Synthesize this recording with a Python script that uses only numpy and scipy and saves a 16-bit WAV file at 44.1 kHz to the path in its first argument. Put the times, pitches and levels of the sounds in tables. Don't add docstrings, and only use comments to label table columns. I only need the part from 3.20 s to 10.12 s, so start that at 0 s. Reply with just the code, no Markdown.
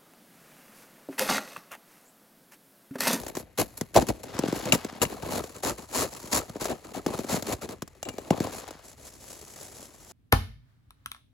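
import sys
import numpy as np
from scipy import signal
from scipy.fft import rfft, irfft, next_fast_len
from scipy.io import wavfile
from scipy.ndimage import uniform_filter1d

SR = 44100
rng = np.random.default_rng(int(sys.argv[2]) if len(sys.argv) > 2 else 0)


def store_pcm(level_fs):
    pcm = np.round(np.clip(level_fs, -1, 1) * 32767).astype(np.int16)
    wavfile.write(sys.argv[1], SR, np.atleast_2d(pcm).T)


N = 305171
SIZE = next_fast_len(N + 8192)
HZ = np.fft.rfftfreq(SIZE, 1 / SR)
TIME = np.arange(N) / SR


def gain_of(db):
    return 10 ** (np.asarray(db) / 20)


def evened(x):
    return x / np.sqrt(np.mean(abs(x) ** 2) + 1e-20)


def blow(x):
    return x * np.sqrt(SR / 100 / np.sum(x ** 2))


def read(points, hz):
    f, value = np.transpose(points)
    return np.interp(np.log(hz + 1), np.log(f), value)


def add(mix, s, sound):
    part = mix[..., max(round(s * SR), 0):][..., :sound.shape[-1]]
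    part += sound[..., :part.shape[-1]]


def filtered(x, response):
    return irfft(rfft(x, SIZE) * response, SIZE)[..., :N]


def colour(points):
    cepstrum = irfft(np.log(evened(gain_of(read(points, HZ)))), SIZE)
    cepstrum[1:SIZE // 2] *= 2
    cepstrum[SIZE // 2 + 1:] = 0
    return np.exp(rfft(cepstrum))


def bending(hz, travel_ms):
    return np.exp(-4j * np.pi * travel_ms / 1000 * np.sqrt(250 * hz))


# (frequency [Hz], side level [dB])
SIDE_SCATTER = [(60, -8), (150, -11.5), (280, -8), (600, -3), (1500, -10.5), (3000, -13.5), (6000, -4.5),
                (9000, -20), (16000, -6)]


def scattered(clicks):
    side = filtered(clicks * rng.standard_normal(N), gain_of(read(SIDE_SCATTER, HZ)))
    return np.array([clicks + side, clicks - side])


def grains(per_s, spread_db):
    size = gain_of(spread_db * np.minimum(rng.exponential(1, N), 4))
    sign = rng.choice([-1., 1.], N)
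    breaks = rng.random(N) < per_s / SR
    return evened(size * sign * breaks)


def clumps(depth_db, width_s):
    knots = np.arange(0, 8, width_s)
    wander = np.interp(TIME, knots, rng.standard_normal(len(knots)))
    return evened(gain_of(depth_db * wander))


def steadied(clicks, order=900):
    return clicks / np.sqrt(abs(uniform_filter1d(clicks ** 2, order)) + 0.0085)


def to_left(x, lead_s, tilt_db):
    lag = np.exp(2j * np.pi * HZ * np.array([[0], [-lead_s]]))
    return filtered(x, lag) * gain_of([[tilt_db], [-tilt_db]])


def plates(slips, low_hz=230, high_hz=720, octaves=0.36, count=9):
    patch = rng.integers(0, count, N)
    spectrum = 0
    for k, hz in enumerate(np.geomspace(low_hz, high_hz, count)):
        hump = evened(np.exp(-(np.log2((HZ + 1) / hz) / octaves) ** 2))
        spectrum = spectrum + rfft(slips * (patch == k), SIZE) * hump
    return irfft(spectrum * bending(HZ, travel_ms=7.077), SIZE)[:, :N]


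def swells(rows, late):
    level = np.zeros(N)
    for s, length, level_db in rows:
        progress = np.arange(0, length, 1 / SR) / length
        add(level, s, gain_of(level_db) * np.sin(np.pi * progress ** late))
    return level


# (time [s], push length [s], relative crust level [dB], fizz over crust [dB])
STROKE_HITS = [(0.079, 0.0064, -39, 5), (.15, 0.064, -50, 7.5), (0.374, 0.048, -25.5, -1),
               (.57, 0.011, -50.5, 14.5), (0.74, 0.018, -34, -1), (0.749, 0.037, -17, -12.5),
               (0.796, .03, -29, -8.5), (0.867, 0.0071, -33.5, -3), (0.882, 0.021, -26, -10),
               (1.031, 0.0072, -38, -2), (1.45, 0.059, -33, -16), (1.52, .034, -26, 0.5),
               (1.816, 0.018, -24, 2.5), (1.89, 0.063, -43, -6), (2.093, 0.11, -32, -4),
               (2.423, 0.089, -30.5, -1), (2.722, 0.13, -31, 2.5), (2.939, 0.04, -50.5, -45),
               (3.112, 0.081, -30, 4.5), (3.396, 0.079, -39, 3), (3.479, 0.046, -31, -10.5),
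               (3.733, 0.06, -37.5, -7), (3.876, 0.014, -31.5, -13), (3.93, 0.089, -49.5, 3),
               (4.078, 0.1, -32, -0.5), (4.258, 0.067, -33, -5), (4.318, 0.02, -30, -3),
               (4.41, .045, -38, -5), (4.487, 0.05, -39.5, -8.5), (4.849, 0.048, -37.5, -26),
               (5.118, 0.022, -28.5, -26), (5.209, .045, -36.5, -9), (5.3, 0.12, -50, 7)]
# (time [s], relative crust level [dB], relative fizz level [dB])
RUBBING = [(0.0, -42.5, -42.5), (0.23, -49, -73), (0.38, -64.5, -64), (1.2, -38, -54.5), (1.39, -36.5, -41),
           (1.69, -46.5, -61), (2.08, -34, -47), (2.22, -47.5, -49.5), (2.49, -49, -54), (3.02, -47, -45.5),
           (3.27, -42.5, -55), (3.74, -48.5, -56.5), (3.93, -38.5, -50), (4.18, -39, -44.5),
           (4.4, -49.5, -66.5), (4.7, -63.5, -69), (5.26, -35, -47), (5.62, -57.5, -61)]
BITE_S, LEAN_S = 0.0027, 0.53
FALL_S, FALL_SHARE = .028, .25
CRUMBS_DB, CRUMBS_FALL_S = -22.5, 0.45


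def pressure(column, lag_s, stretch, linger, lumps, creep_db):
    rubbing = np.transpose(RUBBING)
    rubbing_db = creep_db + np.interp(TIME, rubbing[0], rubbing[1 + column])
    power = (lumps * gain_of(rubbing_db)) ** 2
    t = np.arange(SR) / SR
    for s, length, level_db, bright_db in STROKE_HITS:
        rise = np.minimum(t / (BITE_S + length ** 2 / LEAN_S), 1)
        after = np.maximum(t - stretch * length, 0) / linger
        fall = gain_of(-20 * after / (FALL_S + FALL_SHARE * length))
        crumbs = gain_of(CRUMBS_DB - 20 * after / CRUMBS_FALL_S)
        stroke = gain_of(level_db + column * bright_db) * rise * (fall + crumbs)
        add(power, s + lag_s, stroke ** 2)
    return np.sqrt(power)


# (time [s], share [0-1])
GRIND_SHARE = [(1.5, 0.1), (1.52, 0.45), (3.55, 0.78), (3.7, 0.56), (4.34, .4), (4.4, 0.48)]
# (time [s], share of the fizz [0-1])
POWDER_SHARE = [(.7, 0.6), (.76, 0.36), (1.9, 0.47), (2.4, 0.32)]
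# (frequency [Hz], relative level per Hz [dB])
CRUST_TONE = [(25, -29), (55, 3), (130, 3), (260, 2), (420, -5), (650, -2.5), (1100, -21.5), (2200, -49.5)]
GRIT_TONE = [(500, -15), (950, 6.5), (1300, 1), (1800, 0), (2700, -0.5), (3300, -4.5), (4200, -1.5),
             (6500, -40)]
FIZZ_TONE = [(2200, -26.5), (4200, -3), (5800, 0.5), (7100, 6), (8200, 1.5), (10500, 2), (13000, -12),
             (16000, -14.5)]
SPARKLE_TONE = [(3000, -27.5), (8000, -1), (11500, 5.5), (16000, -11)]
GRIND_TONE = [(180, -25.5), (420, 8.5), (650, 1.5), (950, 4), (1300, -1.5), (1900, -6.5), (2700, -3),
              (4200, -14), (6500, -24.5)]
BLADE_LEAD_S = .00012


def crunch(crust_db=-5, plates_db=-2, grit_db=-6.0, fizz_db=-1.88, grind_db=-5, cut_db=-4, squeak_db=-3):
    fine_grains = evened(grains(per_s=6000, spread_db=3.0) * clumps(depth_db=3.5, width_s=0.0037))
    clicks = scattered(steadied(fine_grains))
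    slips = scattered(steadied(grains(per_s=330, spread_db=1)))
    coarse = scattered(steadied(grains(per_s=800, spread_db=5.0)))

    lumps = clumps(depth_db=7.5, width_s=0.0099)
    low = pressure(column=0, lag_s=0.00033, stretch=0.99, linger=0.36, lumps=lumps ** 0.78, creep_db=-0.5)
    high = pressure(column=1, lag_s=0, stretch=0.85, linger=0.53, lumps=lumps ** 0.51, creep_db=2)
    between = np.sqrt(low * high)
    powder = np.interp(TIME, *np.transpose(POWDER_SHARE))
    grind = np.interp(TIME, *np.transpose(GRIND_SHARE))

    drumming = filtered(clicks * low, colour(CRUST_TONE) * bending(HZ, travel_ms=5.86))
    crust = gain_of(crust_db) * drumming + gain_of(plates_db) * plates(slips * low)
    crust *= gain_of(cut_db * grind)
    grit = gain_of(grit_db) * filtered((0.83 * clicks + .5 * slips) * between, colour(GRIT_TONE))

    grinding = gain_of(grind_db) * filtered(coarse * between * grind, colour(GRIND_TONE))
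    catches = scattered(steadied(grains(per_s=260, spread_db=3)))
    squeaks = plates(catches * low * grind, low_hz=369, high_hz=1250, octaves=.16, count=8)
    grinding += gain_of(squeak_db) * squeaks

    fine = gain_of(fizz_db) * (clicks + 0.64 * slips) * high
    fizz = filtered(fine * (1 - powder), colour(FIZZ_TONE)) + filtered(fine * powder, colour(SPARKLE_TONE))
    return crust + grit + fizz + to_left(grinding, lead_s=BLADE_LEAD_S, tilt_db=0.5)


# (frequency [Hz], relative level per Hz [dB])
FOREST_TONE = [(20, -24), (47, -1.5), (80, -0.5), (150, -7), (300, -32.5), (900, -36), (2000, -22),
               (7000, -48), (16000, -59)]


def forest(air_db=-59):
    return gain_of(air_db) * filtered(scattered(rng.standard_normal(N)), colour(FOREST_TONE))


def trees(x, wet_db=-31, t60=0.17):
    t = np.arange(SR // 2) / SR
    tail = rng.standard_normal((2, len(t))) * gain_of(-60 * t / t60) * (t > .012)
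    tail = signal.lfilter([1], [1, -.6], tail)
    return gain_of(wet_db) * filtered(x, rfft(tail / np.linalg.norm(tail[0]), SIZE))


def small_cracks(count=18, over_db=3, spread_db=6, snap_db=-7, low_hz=170, high_hz=600):
    when, size, pitch = rng.random((count, 3)).T
    times, crust_db, _ = np.transpose(RUBBING)
    s = (np.arange(count) + when) / count * times[-1]
    level = np.interp(s, times, crust_db) + over_db + spread_db * (size - .5)
    return list(zip(s, level, level + snap_db, low_hz * (high_hz / low_hz) ** pitch))


# (time [s], relative thump level [dB], relative snap level [dB], thump centre [Hz])
TIMED_CRACKS = [(0.0332, -42, -41.5, 440), (0.064, -39.5, -36, 350), (0.1514, -53, -36, 270),
                (0.1687, -32, -32.5, 300), (0.6105, -29, -28.5, 213.1), (0.753, -28, -50, 420),
                (.7614, -15, -20.5, 649), (.7703, -17.5, -23.5, 605), (0.7726, -23.5, -28, 215),
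                (0.822, -25.5, -33.5, 217), (0.8863, -29.5, -28.5, 175), (0.8958, -31, -46, 173),
                (1.189, -25, -27.5, 234), (1.2344, -23.5, -54, 326), (1.281, -27, -37.5, 238),
                (1.3242, -25, -37, 268), (1.454, -31, -32.5, 170), (1.5288, -20.5, -29, 184),
                (1.5467, -30, -36, 130), (1.646, -32, -34.5, 274), (1.852, -34.5, -51, 130),
                (2.029, -39, -43, 128), (2.2375, -38, -39, 350), (2.433, -34, -39, 440),
                (3.1285, -48, -24.5, 560), (3.2949, -38.5, -43, 129), (3.354, -35, -62, 338),
                (3.4134, -34.5, -33.5, 280), (3.4546, -33, -29, 566), (3.499, -35, -43, 278),
                (3.7712, -34.5, -54, 285), (3.8624, -24, -29.5, 288), (3.9018, -33.5, -44, 277),
                (3.9887, -29, -36, 259.3), (4.0427, -36, -41.5, 280), (4.1236, -30, -31, 170),
                (4.1393, -26, -55, 228), (4.2236, -38.5, -32.5, 220), (4.293, -32.5, -44, 302.4),
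                (4.49, -40, -39, 220), (4.6206, -34, -33.5, 220), (4.6762, -57, -45, 683),
                (4.9817, -34, -39.5, 400), (5.1042, -16.5, -38, 220), (5.1056, -23.5, -31, 620),
                (5.2018, -23, -34.5, 207), (5.4773, -62, -42, 700), (5.5066, -43, -41, 424)]
# (frequency [Hz], relative level per Hz [dB])
SNAP_TONE = [(300, 8.5), (800, 9), (2600, -2.5), (4000, -2), (7000, 2), (11000, -4.5), (16000, -10.5)]


def cracks(snap_s=0.0044, snap_db=-1.0, thump_db=2, octaves=1.065, skirt=0.073, skirt_hz=2600,
           echo_db=-10, echo_s=0.0061, travel_ms=7):
    hz, t = np.fft.rfftfreq(4096, 1 / SR), np.arange(4096) / SR
    snaps, thumps, echoes = np.zeros(N), np.zeros(N), np.zeros((2, N))
    for s, low_db, sharp_db, centre_hz in TIMED_CRACKS + small_cracks():
        tear, *scatter = rng.standard_normal((4, len(t)))
        snap = blow(tear * abs(tear) * np.exp(-t / snap_s))
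        add(snaps, s + .0006, gain_of(sharp_db) * snap)

        hump = np.exp(-(np.log2((hz + 1) / centre_hz) / octaves) ** 2)
        hump /= np.sqrt(1 + (hz / 900) ** 10)
        head = skirt * hz / (hz + centre_hz) * np.exp(-hz / skirt_hz)
        band = (hump + head) * bending(hz, travel_ms)
        add(thumps, s, gain_of(low_db) * blow(irfft(band)[:len(t) // 2]))

        paths = (scatter[0] + np.array(scatter[1:])) * t * np.exp(-t / echo_s)
        add(echoes, s, gain_of(low_db) * np.sqrt(2) * blow(irfft(rfft(paths) * band)))
    sharp = gain_of(snap_db) * filtered(scattered(snaps), colour(SNAP_TONE))
    return sharp + gain_of(thump_db) * thumps + gain_of(echo_db) * echoes


# (time [s], length [s], relative level [dB])
REACHES = [(1.055, 0.83, -42), (5.08, 0.65, -48.5)]
# (frequency [Hz], relative level per Hz [dB])
CLOTH_TONE = [(200, -12), (700, 6.5), (1300, 3), (2500, -2.5), (5000, -5.5), (9000, -15), (16000, -30)]


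def sleeves():
    rub = rng.standard_normal(N) * clumps(depth_db=5, width_s=0.0034)
    return filtered(scattered(swells(REACHES, late=0.65) * rub), colour(CLOTH_TONE))


# (time [s], relative ring level [dB], relative rasp level [dB], contact decay [s], damping by snow [1/s])
HEAD_BLOWS = [(1.523, -16.5, -19, 0.0042, 115), (1.546, -48, -47, 0.003, 110),
              (1.817, -27, -25.5, 0.0097, 73), (1.852, -34, -44, 0.0015, 130),
              (4.8289, -39, -34, 0.0034, 1), (4.853, -46, -47, .004, 1), (4.888, -39.5, -35, 0.0052, 1),
              (4.984, -46, -58, 0.0045, 17), (5.105, -39, -45, 0.0057, 70)]
# (frequency [Hz], relative level [dB], 60 dB decay before damping by snow [s])
STEEL_MODES = [(2220, -1.5, 0.025), (2347, -12, 0.42), (2830, 6.5, 0.039), (3830, -3, 0.03),
               (4010, -12.5, 0.034), (6700, -4, 0.032), (7260, -1.5, 0.28)]


def hatchet(left_db=2):
    t = np.arange(SR // 2) / SR
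    rings, rasps = np.zeros((2, N)), np.zeros(N)
    for s, ring_db, rasp_db, contact, damping in HEAD_BLOWS:
        rattle = rng.standard_normal(len(t)) * np.exp(-t / contact)
        modes = np.zeros(len(t))
        for hz, level_db, t60 in STEEL_MODES:
            decay = gain_of(level_db - 60 * t / t60)
            modes += decay * np.sin(2 * np.pi * (hz * t + rng.random()))
        modes *= np.exp(-damping * t)
        rattled = signal.fftconvolve(rattle, modes)[:len(t)]
        ring = blow(blow(modes) + .5 * blow(rattled))
        lead = BLADE_LEAD_S * np.interp(s, *np.transpose(GRIND_SHARE))
        add(rings[0], s, gain_of(ring_db + left_db) * ring)
        add(rings[1], s + lead, gain_of(ring_db - left_db) * ring)
        add(rasps, s, gain_of(rasp_db) * blow(rattle))
    return rings + filtered(scattered(rasps), colour(SNAP_TONE))


# (time [s], length [s], relative level [dB])
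SLAB_SLIDES = [(5.63, 0.13, -51), (5.76, 0.29, -49.5), (6.0, 0.33, -45.5), (6.27, 0.32, -49),
               (6.49, 0.27, -50), (6.73, 0.53, -51)]
# (frequency [Hz], relative level per Hz [dB])
SLAB_TONE = [(60, -10), (200, 2.5), (350, 5), (600, 4), (1200, -6), (2500, -6.5), (4500, -5), (7000, 1),
             (11000, -2), (16000, -16)]


def slab(crackle_db=-11):
    level = swells(SLAB_SLIDES, late=0.71) * clumps(depth_db=2.3, width_s=.03)
    fine = steadied(grains(per_s=7000, spread_db=1.5) * clumps(depth_db=4.5, width_s=0.0046))
    snaps = grains(per_s=47, spread_db=4)
    sliding = filtered(scattered(level * fine), colour(SLAB_TONE))
    return sliding + gain_of(crackle_db) * filtered(scattered(level * snaps), colour(SNAP_TONE))


def scene():
    near = crunch() + cracks() + sleeves() + hatchet() + slab()
    return near + trees(near) + forest()


# (frequency [Hz], left lead [turns])
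LEFT_LEAD = [(0, 0), (1100, 0), (2700, .2), (3600, 0), (7350, 0), (9050, .5), (11200, 1), (13250, 1.5),
             (15000, 2)]
# (frequency [Hz], left over right [dB])
LEFT_TILT = [(100, 1), (450, 3), (850, 2), (1700, 2.5), (2800, 5), (3700, 3), (5800, 2.5), (7200, 0.5),
             (9000, 0)]


def record(dry, low_cut_hz=36, ceiling=1.0, edge_hz=16100):
    tilt = gain_of(read(LEFT_TILT, HZ))
    lag = np.exp(-2j * np.pi * np.interp(HZ, *np.transpose(LEFT_LEAD)))
    ports = np.array([tilt, lag]) * np.sqrt(2 / (1 + tilt ** 2))
    pair = filtered(dry, ports)
    low_cut = signal.butter(2, low_cut_hz, "high", fs=SR, output="sos")
    pair = signal.sosfilt(low_cut, pair)
    pair = pair / (1 + (pair / ceiling) ** 4) ** .25
    band_limit = signal.firwin(255, edge_hz, window=("kaiser", 9), fs=SR)
    return signal.oaconvolve(pair, band_limit[None], "same", axes=1)


dry = scene()
out = record(dry)
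store_pcm(out)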